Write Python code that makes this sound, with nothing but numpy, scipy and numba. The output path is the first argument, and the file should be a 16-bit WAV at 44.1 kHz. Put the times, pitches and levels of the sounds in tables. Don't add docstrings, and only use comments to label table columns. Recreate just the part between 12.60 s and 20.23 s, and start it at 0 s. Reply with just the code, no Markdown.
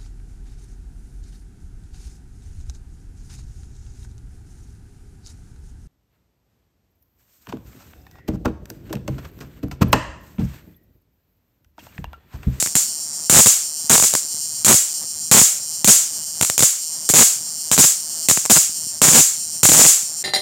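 import sys
import numpy as np
from scipy import signal
from scipy.fft import rfft, irfft, next_fast_len
from scipy.io import wavfile
from scipy.ndimage import uniform_filter1d, minimum_filter1d
from numba import njit

SR = 44100
rng = np.random.default_rng(int(sys.argv[2]) if len(sys.argv) > 2 else 0)


def gain_from_db(level_db):
    decades = np.asarray(level_db, float) / 20
    return 10 ** decades


def materialize(psi):
    bounded = np.clip(np.atleast_2d(psi).T, -1, 1)
    quanta = np.round(bounded * 32767).astype(np.int16)
    wavfile.write(sys.argv[1], SR, quanta)


N = 336483

# start_s, length_s, snap_peak, thump_db, crack_db
CONTACTS = [(.724, .082, 1, -14.5, -17), (1.302, .045, 0.42, -16, -3.5), (1.349, .017, 0.91, -28, -10),
            (1.374, .007, .5, -27, -11), (1.393, .012, 0.32, -31, -18), (1.431, .014, 0.15, -46, -18),
            (2.066, 0.013, 0.22, -18, -13), (2.081, 0.054, 0.61, -16.5, -1.5),
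            (2.725, .061, 0.76, -17.5, -11), (2.786, .017, 0.74, -25, -3), (3.274, .026, 0.2, -8.5, 6.5),
            (4.54, .092, 0.44, -20, 0.5), (5.177, .029, 0.31, -12, -3), (5.895, .022, 0.23, -11, 1.5),
            (5.956, .022, 0.33, -22, -4), (6.425, .065, 0.47, -24.5, -11.5), (6.507, .035, 0.18, -26, -9),
            (6.545, .062, 0.34, -13, 2.5), (7.133, .088, 0.46, -18, 0.5), (7.235, .031, 0.52, -17, -0.5)]
# start_s,
# signed_snap_peak, thump_db, crack_db
LISTED_ARCS = [(0.0259, 0.07, -48, -16), (0.1535, 0.15, -19, -2), (0.6982, -0.74, -9.5, -3),
               (0.8601, -0.75, -9, 14), (0.8693, -0.74, -10, 3), (1.4247, 0.28, -37, -5.5),
               (1.5517, 0.22, -47, -11.5), (2.715, -0.17, -3.5, 3), (2.7212, -0.99, -23, 11),
               (3.2449, 0.13, -13, -14), (3.8119, -0.37, -26, -27), (3.8487, 0.056, -43, -22),
               (3.8992, 0.18, -53, -30), (3.9791, -0.17, -46, -4), (3.993, -0.57, -28, -17),
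               (4.0053, -0.37, -47, 5), (4.0246, 0.84, -15, 13.5), (4.0325, -2.6, -9, -16),
               (4.499, 0.23, -25.5, -13), (5.115, -0.54, -24, -0.5), (5.2411, 0.3, -16, 2),
               (5.6874, -0.37, -29, 4), (5.6989, -0.65, -43, -14), (5.7118, 1, -22, -25),
               (5.7739, 0.14, -27, -14), (5.8533, 0.045, -59, -25), (7.0335, -1.14, -14.5, 1),
               (7.0505, 1, -9, 10), (7.055, -1.1, -33, -5), (7.0888, 0.81, -7.5, 9),
               (0.726, 0.85, -21, 12.5), (0.7519, 1, -15, 14), (0.765, 0.54, -10, 16.5), (0.7868, -1.6, -8, 4),
          (0.7894, 0.7, -1, 11.5), (0.8042, -0.81, -5, 10), (1.318, 0.082, -19, 6), (1.3315, -1.3, -25, 7),
          (2.109, 1, -7, 2), (2.1188, -1.6, -11, -6), (2.128, 0.78, -16, 3), (2.1423, 0.32, -8.5, 7),
          (2.7461, 0.9, -4, -12), (2.773, -0.03, -12, 15), (2.8145, 0.7, -7, 9.5), (3.2748, 1, -14, 13),
          (3.282, -0.2, -6, 11.5), (3.2859, -0.39, -9, 9), (3.291, 0.26, -10, 7), (4.5379, -0.37, -9.5, -1),
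          (4.5918, -0.71, -8, 10), (4.608, 0.6, -5, -10), (5.1909, -0.034, -7.5, 11),
          (5.9029, 0.073, -14, 10), (6.4176, -0.39, -2, 9.5), (6.4827, 0.42, -9, 5),
          (6.5496, 0.021, -11, 5), (6.585, 0.89, -7, 9), (7.0944, -1.3, -8.5, -2), (7.118, -0.77, -7.5, 10)]
# start_s, length_s, snap_peak
FIZZ = [(0.702, .024, 0.4), (1.294, .008, 0.4), (2.055, .017, 0.32), (3.31, .013, 0.26), (3.82, .009, .18),
        (4.487, .006, 0.12), (5.121, .025, 0.17), (5.226, .024, .22), (6.493, .018, .18),
        (7.052, .014, 0.12), (7.104, .035, 0.16), (7.223, .012, 0.27)]
# start_s, signed_snap_peak
STRAY_SPARKS = [(0.0615, 0.07), (0.0728, 0.07), (0.1656, 0.17), (0.8793, -0.2), (1.4507, 0.13),
                (1.5315, 0.03), (1.538, .2), (3.8332, .12), (5.2107, .25), (2.1354, -0.22), (2.8088, -0.22),
                (2.8231, 0.2), (4.043, 0.2), (5.1664, -0.16), (5.6906, 0.11), (5.86, 0.08), (5.9234, -0.25),
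                (5.9523, 0.25), (7.0435, 0.17), (5.9638, .18)]
# start_s, crack_db
STRIKES = [(0.154, -0.5), (0.6966, 13.5), (1.296, 5.5), (1.5524, -33), (2.047, 7), (2.7134, 15.5),
           (3.245, 7), (3.272, -21), (3.811, -14), (3.848, -12.5), (3.979, -4), (4.4902, 0), (4.5386, 6.5),
           (5.1153, -25), (5.1774, -15), (5.6857, 6), (5.897, -13), (6.4167, 12.5), (7.031, 14.5)]
# frequency_hz, level_db
CRACK_COLOUR = [(150, -48), (450, -27), (1000, -27.5), (2000, -24.5), (3700, -21), (5500, -11.5),
                (6500, -5), (7250, 0), (8200, -5.5), (9600, -11), (12000, -14.5), (15500, -19)]
# frequency_hz, level_db
SPUTTER_COLOUR = [(100, 1.5), (300, -1.5), (1500, -7.5), (4000, -4.5), (9000, -43.0)]
BOIL_COLOUR = [(90, -9.0), (500, -4), (1200, -10.5), (3500, -12.0)]
# time_s, fast_gap_ms, slow_gap_ms, fast_run_ms
TICK_SPACING = [
    (.5, 4.403, 6.601, 49),
    (2.5, 4.376, 6.554, 48.6),
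    (4.5, 4.323, 6.437, 47.6),
    (5.5, 4.296, 6.381, 47.25),
    (7.5, 4.263, 6.310, 46.9),
]
# cycle_number, fast_run_start_s
SWITCH_CYCLES = [(0, .0159), (5, .6571), (9, 1.1688), (13, 1.6842), (14, 1.812), (15, 1.9455), (18, 2.3398),
                 (20, 2.6062), (23, 2.9993), (27, 3.5295), (29, 3.7938), (33, 4.3199), (38, 4.9751),
                 (43, 5.6267), (47, 6.1443), (53, 6.9212), (58, 7.5656)]
# delay_ms, signed_gain
TICK_PATHS = [(0, 1.06), (.153, .22), (.283, -.17), (.34, .28), (.402, .19), (.618, -.68), (1.015, -.29),
              (1.23, .67), (1.735, -.3), (2.012, .22), (2.45, .2), (2.897, .2)]
# frequency_hz, level_db
TICK_COLOUR = [(1500, -41), (2300, -37.5), (3000, -19), (3700, -26), (4400, -3.5), (5500, -4.5), (7300, 1),
               (9000, 0), (10300, -12), (11700, -22), (12700, -15), (14800, -13), (16200, -33)]
# pitch_hz, width_hz, level_db
CASE_MODES = [(2930, 260, 8.5), (4400, 190, -11), (12350, 560, 8), (15100, 600, 2.5)]
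# frequency_hz, t60_s
ROOM_T60 = [(200, 0.18), (500, 0.27), (1500, 0.28), (4000, 0.29), (8000, 0.24), (15000, 0.25)]
# start_s, peak_db
KNOCKS = [(1.24, -29), (1.74, -27), (2.439, -29), (6.091, -28), (6.264, -26), (7.426, -29)]
# frequency_hz, level_db
SHOP_COLOUR = [(18, -44), (30, 6), (126, -3), (207, -3), (369, -9.5), (433, -14), (644, -7), (2170, -16),
               (2980, -33), (3500, -14.5), (4550, -27), (7700, -120)]
# time_s, level_db
RUMBLE = [(.1, -57), (.4, -59.5), (1.1, -60), (1.7, -59), (2.0, -51), (2.35, -68), (2.62, -49), (3.0, -57),
          (3.6, -56), (4.3, -64), (4.9, -57), (5.5, -64), (5.8, -54), (6.95, -53), (7.5, -58)]

ARC_LATE_MS, ARC_JITTER_MS = .3, .15
SNAP_SPREAD_DB, THUMP_SPREAD_DB, CRACK_SPREAD_DB = 2.5, 1, 7
CLEAR_S, PUSH_SHARE = .0022, .88
TICK_DB, TICK_WET_DB, SHOP_DB = -27.5, -8.5, -49
LIMIT_SLOPE, AHEAD_S, CEILING, TOP_HZ = .7, .028, .69, 15900


def colour(x, table):
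    hz, db = np.transpose(table)
    n = next_fast_len(len(x))
    f = np.arange(n // 2 + 1) * SR / n + 1
    gain = gain_from_db(np.interp(np.log(f), np.log(hz), db))
    y = irfft(rfft(x, n) * gain, n)[:len(x)]
    return y / np.sqrt(np.mean(y ** 2))


def causal(table, size=512):
    hz, db = np.transpose(table)
    f = np.arange(2049) * SR / 4096 + 1
    log_gain = np.interp(np.log(f), np.log(hz), db) * np.log(10) / 20
    ceps = irfft(log_gain)
    ceps[1:2048] *= 2
    h = irfft(np.exp(rfft(ceps[:2049], 4096)))[:size]
    return h / np.sqrt(np.sum(h ** 2))


def clicks(s, size):
    at = np.clip(np.asarray(s) * SR, 8, N - 10)
    i = at.astype(int)[:, None] + np.arange(-7, 9)
    off = i - at[:, None]
    shape = np.sinc(off) * np.cos(np.pi * off / 16) ** 2
    return np.bincount(i.ravel(), (shape * np.asarray(size)[:, None]).ravel(), N)


def ring(x, h):
    return signal.fftconvolve(x, h)[:N]


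def room(build_ms=9.3):
    t, h = np.arange(SR) / SR, 0
    hz, t60 = np.transpose(ROOM_T60)
    for f in 177 * 2. ** np.arange(7):
        band = signal.butter(3, [f / 2 ** .5, f * 2 ** .5], "band", fs=SR, output="sos")
        octave_t60 = np.interp(np.log(f), np.log(hz), t60)
        h = h + signal.sosfilt(band, rng.standard_normal(SR)) * gain_from_db(-60 * t / octave_t60)
    h = h * (1 - np.exp(-t * 1000 / build_ms))
    return h / np.sqrt(np.sum(h ** 2))


def discharges(ticks):
    listed = np.array(LISTED_ARCS)
    late, snap, thump, crack = rng.standard_normal((len(ticks), 4)).T
    pushes = rng.random(len(ticks)) < PUSH_SHARE
    s = ticks + (ARC_LATE_MS + ARC_JITTER_MS * late) / 1000
    free = np.abs(ticks[:, None] - listed[:, 0]).min(axis=1) > CLEAR_S
    size = np.where(pushes, 1, -1) * gain_from_db(SNAP_SPREAD_DB * snap)
    arcs, sparks = [listed], [STRAY_SPARKS]
    for start, length, peak, thump_db, crack_db in CONTACTS:
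        during = free & (ticks > start) & (ticks < start + length)
        thumps_db = thump_db + THUMP_SPREAD_DB * thump
        cracks_db = crack_db + CRACK_SPREAD_DB * crack
        arcs.append(np.c_[s, peak * size, thumps_db, cracks_db][during])
    for start, length, peak in FIZZ:
        during = free & (ticks > start) & (ticks < start + length)
        sparks.append(np.c_[s, peak * size][during])
    return np.vstack(arcs), np.vstack(sparks)


def snaps(arcs, sparks, width_ms=0.076, thump_hz=170, thump_ms=1.8):
    s, snap, thump_db, _ = arcs.T
    faint_s, faint_snap = sparks.T
    t = np.arange(-32, 800) / SR
    spike = np.exp(-.5 * (t * 1000 / width_ms) ** 2)
    spike = spike - 0.3 * np.exp(-.5 * ((t * 1000 - .33) / 0.22) ** 2)
    thump = -np.sin(2 * np.pi * thump_hz * t) * np.exp(-t * 1000 / thump_ms) * (t > 0)
    lead = np.where(snap < 0, .0012, 0)
    spikes = 2.6 * clicks(s + t[0], snap) + 1.03 * clicks(faint_s + t[0], faint_snap)
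    thumps = clicks(s + t[0] - lead, gain_from_db(thump_db + 11.5))
    thumps = thumps + 0.81 * clicks(faint_s + t[0], faint_snap ** 2)
    return ring(spikes, spike) + ring(thumps, thump)


def cracks(arcs, sparks, tail, burst_ms=1.36, shock_db=5.0, wet_db=18.0, near_db=6.0, sputter_db=-10):
    s, db = np.concatenate([np.array(table)[:, [0, -1]] for table in (arcs, STRIKES)]).T
    near_s, snap = np.concatenate([np.array(table)[:, :2] for table in (arcs, sparks)]).T
    shock = clicks(s, gain_from_db(db + 2.0) * rng.choice([-1, 1], len(s)))
    fade = np.exp(-np.arange(1000) / SR * 1000 / burst_ms)
    near = clicks(near_s - .0002, gain_from_db(near_db) * np.abs(snap))
    glow = ring(clicks(s, gain_from_db(db - 5.5)) + near, fade)
    n = len(arcs)
    first = clicks(s[n:], gain_from_db(db[n:] - 3.5))
    later = clicks(s[:n], gain_from_db(db[:n] - 1.5) * rng.choice([-1, 1], n))
    walls = ring(first + 0.27 * near, room()) + ring(later, tail)
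    spray = glow * rng.standard_normal(N)
    air = gain_from_db(shock_db) * (shock + near) + spray + gain_from_db(wet_db) * walls
    grit = glow * rng.standard_normal(N) * gain_from_db(0.45 * rng.exponential(size=N))
    sputter = ring(grit, causal(SPUTTER_COLOUR))
    return ring(air, causal(CRACK_COLOUR)) + gain_from_db(sputter_db) * sputter


def boil(arcs, db=-4.0, fade_ms=4.6):
    s, _, thump_db, _ = arcs.T
    cooling = np.exp(-np.arange(2000) / SR * 1000 / fade_ms)
    heat = ring(clicks(s, gain_from_db(thump_db + db)), cooling)
    grit = rng.standard_normal(N) * gain_from_db(4.4 * rng.exponential(size=N))
    return ring(heat * grit, causal(BOIL_COLOUR))


def tick_times(sag=0.0042):
    s, fast, slow, run_ms = np.transpose(TICK_SPACING)
    cycle_s = np.interp(np.arange(SWITCH_CYCLES[-1][0] + 1), *np.transpose(SWITCH_CYCLES))
    slow_s = cycle_s + np.interp(cycle_s, s, run_ms) / 1000
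    starts = np.c_[cycle_s, slow_s].ravel()
    ends = np.append(starts[1:], N / SR)
    out = []
    for k, (start, end) in enumerate(zip(starts, ends)):
        is_slow = k % 2
        gap = np.interp(start, s, slow if is_slow else fast) / 1000
        n = np.arange(max(round((end - start) / gap - .2), 1))
        creep = (1 if is_slow else -1) * sag * n * (n - len(n)) / 6
        out.append(start + gap * (n + creep))
    return np.concatenate(out)


def inverter(ticks, tail):
    s = ticks + .0001
    size = gain_from_db(0.15 * rng.standard_normal(len(s)))
    wander = rng.standard_normal((len(TICK_PATHS), len(s)))
    drift = 1 + 1.1 * uniform_filter1d(wander, 25, axis=1)
    paths = [clicks(s + ms / 1000, gain * size * d) for (ms, gain), d in zip(TICK_PATHS, drift)]
    direct, bounces = paths[0], sum(paths[1:])
    treble = signal.sosfiltfilt(signal.butter(4, 10300, "high", fs=SR, output="sos"), bounces)
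    case = 0
    for hz, width, db in CASE_MODES:
        case = case + gain_from_db(db) * signal.lfilter(*signal.iirpeak(hz, hz / width, SR), direct)
    tick = ring(direct + bounces - treble / 2 + case, causal(TICK_COLOUR))
    tick = tick / np.sqrt(np.mean(tick ** 2))
    return gain_from_db(TICK_DB) * (tick + gain_from_db(TICK_WET_DB) * ring(tick, tail))


def knocks(hz=190, ring_ms=2.1):
    s, db = np.transpose(KNOCKS)
    t = np.arange(2000) / SR
    bump = np.sin(2 * np.pi * hz * t) * np.exp(-t * 1000 / ring_ms)
    return ring(clicks(s + 0.0028, gain_from_db(db)), bump)


def earlier_arc(tail, db=-5.0, ago_s=.06):
    burst_s = .1
    hiss = colour(rng.standard_normal(SR), CRACK_COLOUR) * (np.arange(SR) < SR * burst_s)
    rest = signal.fftconvolve(hiss, tail)[int(SR * (burst_s + ago_s)):SR]
    out = np.zeros(N)
    out[:len(rest)] = gain_from_db(db) * rest
    return out


def shop(patchy_db=2.5, split_hz=260):
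    steps = np.repeat(rng.standard_normal(N // 1500 + 1), 1500)
    walk = uniform_filter1d(steps, 1500)[:N]
    air = gain_from_db(SHOP_DB) * colour(rng.standard_normal(N), SHOP_COLOUR)
    low = signal.sosfilt(signal.butter(2, split_hz, fs=SR, output="sos"), air)
    swell_db = np.interp(np.arange(N) / SR, *np.transpose(RUMBLE)) + 58 + 0.93 * patchy_db * walk
    return gain_from_db(patchy_db * walk) * (air - low) + gain_from_db(swell_db) * low


def scene():
    tail, ticks = room(), tick_times()
    arcs, sparks = discharges(ticks)
    burst = gain_from_db(6.5) * (snaps(arcs, sparks) + cracks(arcs, sparks, tail) + boil(arcs))
    mix = burst + inverter(ticks, tail) + knocks() + earlier_arc(tail) + shop()
    return mix[None]


@njit
def follow(x, release):
    e, out = 0., np.empty(len(x))
    for i in range(len(x)):
        e = max(x[i], e * release)
        out[i] = e
    return out


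def top_cut(x):
    return signal.sosfilt(signal.butter(12, 16730, fs=SR, output="sos"), x)


def record(dry, top=1.0, release_s=0.075, drive=1.487):
    x = signal.sosfilt(signal.butter(3, 100, "high", fs=SR, output="sos"), dry)
    level = follow(uniform_filter1d(np.abs(x[0]), 88) * 2, np.exp(-1 / (release_s * SR)))
    gain = np.minimum(1, (top / (level + 1e-9)) ** LIMIT_SLOPE)
    k = int(AHEAD_S * SR)
    gain = minimum_filter1d(gain, k, origin=-(k // 2))
    gain = uniform_filter1d(gain, k, origin=(k - 1) // 2)
    x = CEILING * np.tanh(drive * x * gain)
    x = signal.sosfilt(signal.butter(2, 55, "high", fs=SR, output="sos"), x)
    x = signal.sosfilt(signal.ellip(10, .2, 75, TOP_HZ, fs=SR, output="sos"), x)
    return top_cut(x)


dry = scene()
out = record(dry)
materialize(out)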